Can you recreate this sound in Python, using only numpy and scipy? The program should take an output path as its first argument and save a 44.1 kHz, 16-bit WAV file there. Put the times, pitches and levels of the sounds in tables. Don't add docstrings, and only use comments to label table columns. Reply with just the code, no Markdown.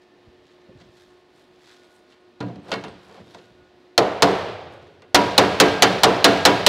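import sys
import numpy as np
from scipy import signal
from scipy.fft import rfft, irfft
from scipy.io import wavfile
from scipy.ndimage import uniform_filter1d

SR = 44100
rng = np.random.default_rng(int(sys.argv[2]) if len(sys.argv) > 2 else 0)


def waveform_to_disk(signal):
    frames = np.transpose(np.atleast_2d(signal))
    scaled = np.clip(frames, -1, 1) * 32767
    samples = np.round(scaled).astype(np.int16)
    wavfile.write(sys.argv[1], SR, samples)


def convert_level_to_amplitude(level_db):
    exponent = np.asarray(level_db, float) / 20
    return 10 ** exponent


N = 294926

# (frequency [Hz], level [dB])
PLATE_COLOUR = [(18, -61), (30, -77), (109, -3.5), (145, -9), (184, 4.5), (252, -6.5), (394, 0),
                (666, -5.5), (740, -4.5), (1130, -10.5), (3980, -31.5), (7090, -45), (16000, -72.5)]
# (frequency [Hz], time to fall 60 dB [s])
SHED_DECAY = [(60, 2.3), (200, 1.8), (500, 1.3), (750, 1.14), (1200, 1.07), (3000, 1.23), (8000, 0.83),
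              (16000, 0.74)]


def read(points, hz, column=1):
    points = np.asarray(points, float)
    return np.interp(np.log(hz + 1), np.log(points[:, 0] + 1), points[:, column])


def evened(x):
    return x / np.sqrt(np.mean(x ** 2) + 1e-20)


def add(mix, s, sound):
    part = mix[round(s * SR):][:len(sound)]
    part += sound[:len(part)]


def coloured(x, points):
    hz = np.fft.rfftfreq(len(x), 1 / SR)
    return evened(irfft(rfft(x) * convert_level_to_amplitude(read(points, hz)), len(x)))


def narrow(hz, width):
    return evened(signal.lfilter(*signal.iirpeak(hz, hz / width, SR), rng.standard_normal(N)))


def level(rows, column):
    rows = np.asarray(rows, float)
    return convert_level_to_amplitude(np.interp(np.arange(N) / SR, rows[:, 0], rows[:, column]))


def wander(size):
    return evened(uniform_filter1d(uniform_filter1d(rng.standard_normal(N), size), size))


def rubs(rows):
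    swing_db = 20
    out, t = np.zeros(N), np.arange(N) / SR
    for peak, rise, fall, db in rows:
        out += convert_level_to_amplitude(db - swing_db * np.maximum((peak - t) / rise, (t - peak) / fall))
    return uniform_filter1d(out, size=400)


def rings(modes, t, spread, chance):
    hz, db, t60 = np.repeat(modes, 2, axis=0).T[:, :, None]
    detune, share = rng.standard_normal((2, len(hz), 1))
    swell = 1 - np.exp(-hz * t / 1.9)
    fade = convert_level_to_amplitude(db + chance * share - 60 * t / t60)
    return (swell * fade * np.sin(2 * np.pi * hz * (1 + spread * detune) * t)).sum(0)


def dying(size, colour, t60, build):
    hz, at, z = signal.stft(coloured(rng.standard_normal(size), colour), SR, nperseg=256)
    swell = 1 - np.exp(-(hz[:, None] + 40) * (at + 0.0052) / build)
    rattle = evened(uniform_filter1d(rng.standard_normal(len(at)), size=2))
    swell = swell * convert_level_to_amplitude(np.outer(read([(1200, 0.09), (4000, 0.76)], hz), rattle))
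    fade = convert_level_to_amplitude(-60 * at / read(t60, hz)[:, None])
    return signal.istft(z * swell * fade, SR, nperseg=256)[1][:size]


def tilted(points, bass_db, treble_db):
    hz, db = np.transpose(points)
    return np.c_[hz, db + read([(220, bass_db), (450, 0), (900, 0), (2500, treble_db)], hz)]


def still_air():
    # (frequency [Hz], level [dB])
    air_colour = [(12, -32.5), (20, -11.5), (169, -7.5), (313, 1), (360, 2.5), (414, -4), (614, -5.5),
                  (1310, -14.5), (1430, -18), (1550, -16.5), (1830, -16), (4260, -25), (6860, -36.5),
                  (15100, -46.5), (16400, -45.5)]
    middle, side = [coloured(rng.standard_normal(N), air_colour) * convert_level_to_amplitude(.8 * wander(size=4000)) for _ in range(2)]
    return convert_level_to_amplitude(-58) * (middle + convert_level_to_amplitude(-28.5) * side * np.c_[[1, -1]])


def machine():
    # (frequency [Hz], level [dB])
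    hum_tones = [(291, -73.5), (360.5, -56), (463, -68.5), (619, -68.5), (718, -70), (861, -75),
                 (1078, -72.5), (1244, -77), (2514, -83.5), (3553, -99.5)]
    # (lower [Hz], upper [Hz])
    whine_hz = (1454, 1780)
    # (time [s], lower whine [dB], upper whine [dB])
    whine_levels = [(0, -80, -71), (1.1, -80, -76), (1.6, -79, -77), (1.8, -70, -77), (2.4, -73, -78),
                    (3.4, -68.5, -77), (4., -75, -77), (5.1, -67, -81.5), (6.7, -88.5, -75)]
    whine_width_hz = 3, 45
    out, t = np.zeros(N), np.arange(N) / SR
    for hz, db in hum_tones:
        loudness = convert_level_to_amplitude(db + 1.6 * wander(size=3000))
        out += loudness * np.sin(2 * np.pi * hz * t + .6 * wander(size=6000))
    for k, hz in enumerate(whine_hz):
        out += narrow(hz, whine_width_hz[k]) * level(whine_levels, column=k + 1)
    return out


def shed(x, side_db):
    taps = rng.choice([-1., 1.], (2, SR)) * (rng.random((2, SR)) < .06)
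    taps[:, :500] = 0
    hz, at, z = signal.stft(taps, SR, nperseg=256)
    fade = convert_level_to_amplitude(-60 * at / read(SHED_DECAY, hz)[:, None])
    mid, side = signal.istft(z * fade, SR, nperseg=256)[1]
    pair = np.array([mid + convert_level_to_amplitude(side_db) * side, mid - convert_level_to_amplitude(side_db) * side]) / np.linalg.norm(mid)
    return signal.fftconvolve(x[None], pair, axes=1)[:, :N]


def thuds():
    # (time [s], level [dB], pitch [Hz], time to fall 60 dB [s])
    bumps = [(.262, -43.5, 60, 0.16), (0.311, -52, 190, 0.21), (0.686, -40.5, 155, 0.18),
             (.75, -46, 70, 0.26), (0.809, -49, 81, 0.38), (1.068, -53, 70, 0.19), (1.32, -67, 56, 0.23),
             (1.498, -51, 60, 0.11), (3.198, -48, 101, 0.65), (2.85, -45.5, 80, 0.46),
             (3.27, -55, 80.2, 0.18), (3.5, -55, 60, 0.38), (3.58, -55, 75, 0.36)]
    out, t = np.zeros(N), np.arange(SR // 2) / SR
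    for s, db, hz, t60 in bumps:
        colour = [(hz / 3, -14), (hz, 0), (hz * 4.0, -10), (hz * 6, -45), (hz * 30, -90)]
        body = coloured(rng.standard_normal(len(t)), colour)
        add(out, s, convert_level_to_amplitude(db - 60 * t / t60) * (1 - np.exp(-t / 0.0064)) * body)
    return out


def hands():
    # (peak [s], rise [s], fall [s], rustle [dB], fizz above rustle [dB])
    hand_rubs = [(.02, .02, .08, -61, -18), (.27, 0.14, .19, -74, -15), (.44, .03, .12, -73, -27),
                 (.52, .14, .09, -61.5, -20), (.62, .05, .03, -66, -24), (.82, 0.074, .06, -54.5, -25),
                 (.97, .1, .3, -56.5, -14), (1.39, .1, .15, -63, -10), (1.63, 0.073, .12, -66, -11),
                 (1.7, .14, .23, -51, -18), (1.96, 0.18, .1, -66.5, -3), (2.12, 0.037, .06, -54, -21),
                 (2.53, 0.034, .07, -66, -18), (2.71, 0.078, .01, -47, -15), (2.96, .03, .3, -68, -27),
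                 (3.06, .12, .1, -69, -4.5), (3.174, 0.24, .07, -55, -18), (3.32, 0.11, .03, -55, -14),
                 (3.345, 0.0085, .05, -52, -24), (3.41, .1, .22, -59.5, -14.5), (3.712, .14, .03, -69, -39),
                 (4.735, .03, .04, -63, -5), (4.85, 0.71, .4, -64.5, -17)]
    # (frequency [Hz], level [dB])
    rustle_colour = [(410, -32.5), (700, 4.5), (858, 1), (1090, -0.5), (1610, 4.5), (2800, -4.5),
                     (3430, 0.5), (8000, -13), (10400, -45.5), (17600, -120)]
    fizz_colour = [(5000, -18), (7000, -5.5), (11000, -7), (16500, -19.5)]
    grains = rng.standard_normal((2, N)) * convert_level_to_amplitude(3.2 * wander(size=90))
    rustle = coloured(grains[0], rustle_colour) * rubs([row[:4] for row in hand_rubs])
    fizz_rubs = [(*row[:3], row[3] + row[4]) for row in hand_rubs]
    fizz = coloured(grains[1], fizz_colour) * rubs(fizz_rubs)
    return convert_level_to_amplitude(-5.5) * rustle + convert_level_to_amplitude(-3) * fizz


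def tinks():
    # (time [s], low tone [dB], high tone [dB])
    touches = [(.76, -95, -88), (.99, -80, -92), (1.1, -84, -95), (1.36, -84, -95), (1.72, -80, -88),
               (1.84, -82, -92), (1.95, -75, -88), (2.1, -85, -81), (2.2, -85, -88), (2.63, -76, -88),
               (2.717, -61, -66), (2.739, -66, -70), (2.839, -80, -68), (2.883, -70, -84), (3.06, -90, -80),
               (3.13, -90, -80)]
    # (frequency [Hz], time to fall 60 dB [s])
    block_tones = [(8200, .21), (10700, .16)]
    out, t = np.zeros(N), np.arange(SR // 4) / SR
    for s, *levels_db in touches:
        modes = [(hz, db, t60) for (hz, t60), db in zip(block_tones, levels_db)]
        add(out, s, rings(modes, t, spread=0.0045, chance=1.1))
    return out


def slide():
    # (peak [s], rise [s], fall [s], level [dB])
    drags = [
        (2.6, .01, 0.082, -50),
        (2.711, 0.062, 0.01, -25.5),
        (3.214, .24, 0.017, -34.5),
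        (3.27, .1, 0.23, -50),
        (3.348, .007, 0.048, -41),
        (3.448, .02, .008, -58.5),
    ]
    # (peak [s], rise [s], fall [s], level [dB])
    squeaks = [(3.28, .05, .14, -60.5)]
    rumble = coloured(rng.standard_normal(N) * convert_level_to_amplitude(1.4 * wander(size=150)), PLATE_COLOUR)
    return convert_level_to_amplitude(-9) * rumble * rubs(drags) + convert_level_to_amplitude(-5.5) * narrow(3700, 50) * rubs(squeaks)


def panel(t, bass_db, treble_db, dense_db, ring_db):
    # (frequency [Hz], level [dB], time to fall 60 dB [s])
    strong_modes = np.array([(92.9, -30, 3.8), (119.3, -10.5, 1.1), (190, -14, 1.6), (289.3, -2.5, 0.61),
                             (385.5, -9, 0.38), (444.8, -4, 0.46), (518.4, 0, 0.19), (616, -9.5, 0.42),
                             (690, -4.5, 0.58), (737.4, -10.5, 0.58), (972, -10, 0.55), (1070, -25, 0.26),
                             (1419, -8.5, 0.16), (1616, -21.5, 1.4), (1894, -22.5, 0.18), (2220, -27, 0.61),
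                             (2724, -23, 0.24), (3065, -27, 0.3), (3577, -33, .3), (4150, -33.5, 0.49),
                             (4630, -30, .2)])
    # (frequency [Hz], time to fall 60 dB [s])
    plate_decay = [(60, 0.52), (200, 0.87), (600, 0.18), (1500, 0.29), (4000, 0.046), (9000, .06),
                   (16000, .05)]
    dense = dying(len(t), tilted(PLATE_COLOUR, bass_db, treble_db), plate_decay, build=3.3)
    modes = np.c_[tilted(strong_modes[:, :2], bass_db, treble_db), strong_modes[:, 2]]
    return convert_level_to_amplitude(dense_db) * dense + convert_level_to_amplitude(ring_db) * rings(modes, t, spread=0.01154, chance=3.1)


def contact(t, crack_db, face_db, crack_t60):
    # (frequency [Hz], level [dB])
    crack_colour = [(180, -23), (300, -14), (486, -7.5), (737, 9.5), (2740, -8), (3640, -5.5), (4020, -6),
                    (6960, -16), (16000, -42)]
    # (frequency [Hz], level [dB], time to fall 60 dB [s])
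    face_tones = [(4107, -2, 0.013), (3044, -5.5, 0.012)]
    crack = 0.96 * coloured(rng.standard_normal(len(t)), crack_colour) * convert_level_to_amplitude(-60 * t / crack_t60)
    return convert_level_to_amplitude(crack_db) * crack + convert_level_to_amplitude(face_db) * rings(face_tones, t, spread=0.024, chance=2.3)


def answer(t, bass_db, treble_db):
    # (frequency [Hz], level [dB])
    echo_colour = [(35, -47), (60, -26.5), (85, 2), (238, -13), (437, -4), (698, -3.5), (1200, -10.5),
                   (4250, -26.5), (4800, -29), (16000, -53)]
    colour = tilted(echo_colour, 0.91 * bass_db, 0.3 * treble_db)
    return dying(len(t), colour, SHED_DECAY, build=14.0) * (1 - np.exp(-t / 0.013))


def strikes(rows, size, dense_db, ring_db, damp_db, rise, crack_t60, echo_db, gain_db):
    t, out = np.arange(size) / SR, np.zeros(N)
    near = t[:size // 2]
    for s, strength_db, bass_db, treble_db, crack_db, face_db in rows:
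        steel = panel(near, bass_db, treble_db, dense_db, ring_db) * convert_level_to_amplitude(-damp_db * near)
        steel += contact(near, crack_db, face_db, crack_t60)
        sound = convert_level_to_amplitude(echo_db) * answer(t, bass_db, treble_db)
        sound[:len(near)] += steel * (1 - np.exp(-near / rise)) * np.minimum((near[-1] - near) / .1, 1)
        sound *= np.minimum((t[-1] - t) / 0.14, 1)
        add(out, s + 0.00016, convert_level_to_amplitude(strength_db + gain_db) * sound)
    return out


def knocks():
    # (time [s], strength [dB], bass [dB], treble [dB], crack [dB])
    dolly_knocks = [(.803, -41.5, 16, 16, -17), (.826, -59, -9, 4, -8), (2.122, -58, -9, 33, -3),
                    (2.404, -16, 13, -1, -11), (2.409, -17, 2, 3, -15), (2.428, -21.5, 10.5, -32, -16),
                    (2.485, -21, 10.5, -23, -25), (2.557, -29.5, 8, -15, -9.5), (2.662, -53, 6, 8, -1),
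                    (2.683, -44, 6, 1, 4), (2.716, -12, -5, 12.5, -2), (2.727, -26.5, -13, 28.5, 4),
                    (2.738, -18, 3, 3, 1), (2.756, -21, -19, -5, -9), (2.838, -21.5, 0, 2, -4.5),
                    (2.847, -26.5, -2, 12, -16), (2.882, -32, -2, -2, -4), (2.92, -39, 11, -4, -10),
                    (3.094, -35.5, -14, -2, -17), (3.346, -32, -8, -17, 0), (3.385, -41.5, 4, 19, -3),
                    (4.021, -23, -8, 20, -9), (5.02, -38, -10, 9, -1)]
    rows = [(*row, -12.5 + 0.82 * row[-1]) for row in dolly_knocks]
    return strikes(rows, size=SR // 2, dense_db=-3.5, ring_db=-14, damp_db=70.5, rise=0.00021,
                   crack_t60=0.036, echo_db=-22.5, gain_db=-7.5)


def blows():
    # (time [s], strength [dB], treble [dB], crack [dB], face ring [dB])
    hammer_blows = [
        (3.978, -6, -25.5, -3, -5.5),
        (4.222, -4, -9.5, -1, -8.5),
        (5.145, -5, 4.5, 8, -3),
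        (5.379, -3.5, 4, 1, 5),
        (5.6, -3.5, 6, 6.5, -0.5),
        (5.822, -5, 11, 9, 9),
        (6.034, -3, -3, 2.5, 0.5),
        (6.243, -3.5, 10, 4.5, 5),
        (6.452, -4.5, 9, 7, 13),
        (6.664, -6.5, -1.5, 7.5, 13.5),
    ]
    rows = [(s, db, -9 + 0.21 * treble, treble, crack, face) for s, db, treble, crack, face in hammer_blows]
    return strikes(rows, size=SR, dense_db=-8.0, ring_db=-15.5, damp_db=28.5, rise=0.000085,
                   crack_t60=0.053, echo_db=-20.0, gain_db=5.5)


def scene():
    background = still_air() + machine()
    small = thuds() + hands() + tinks() + slide()
    steel = knocks() + blows()
    return background + convert_level_to_amplitude(-12.5) * shed(small, side_db=-24.0) + small + steel


def port(x, presence_hz, bass_hz, db):
    presence = signal.lfilter(*signal.iirpeak(presence_hz, 1.3, SR), x)
    bass_cut = signal.butter(2, bass_hz, "high", fs=SR)
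    return convert_level_to_amplitude(db) * signal.lfilter(*bass_cut, x + 1.08 * presence)


def low_pass(x):
    return signal.sosfilt(signal.butter(12, 16530, fs=SR, output="sos"), x)


def record(dry):
    left, right = np.clip(dry, -.39, .39)
    toned = np.array([port(left, 4010, 60, -0.34), port(right, 4170, 51.5, 0.47)])
    treble_limit = signal.ellip(8, .3, 50, 15700, fs=SR, output="sos")
    toned = signal.sosfilt(treble_limit, np.clip(toned, -.9, .9))
    return low_pass(np.clip(toned, -1, 1))


dry = scene()
out = record(dry)
waveform_to_disk(out)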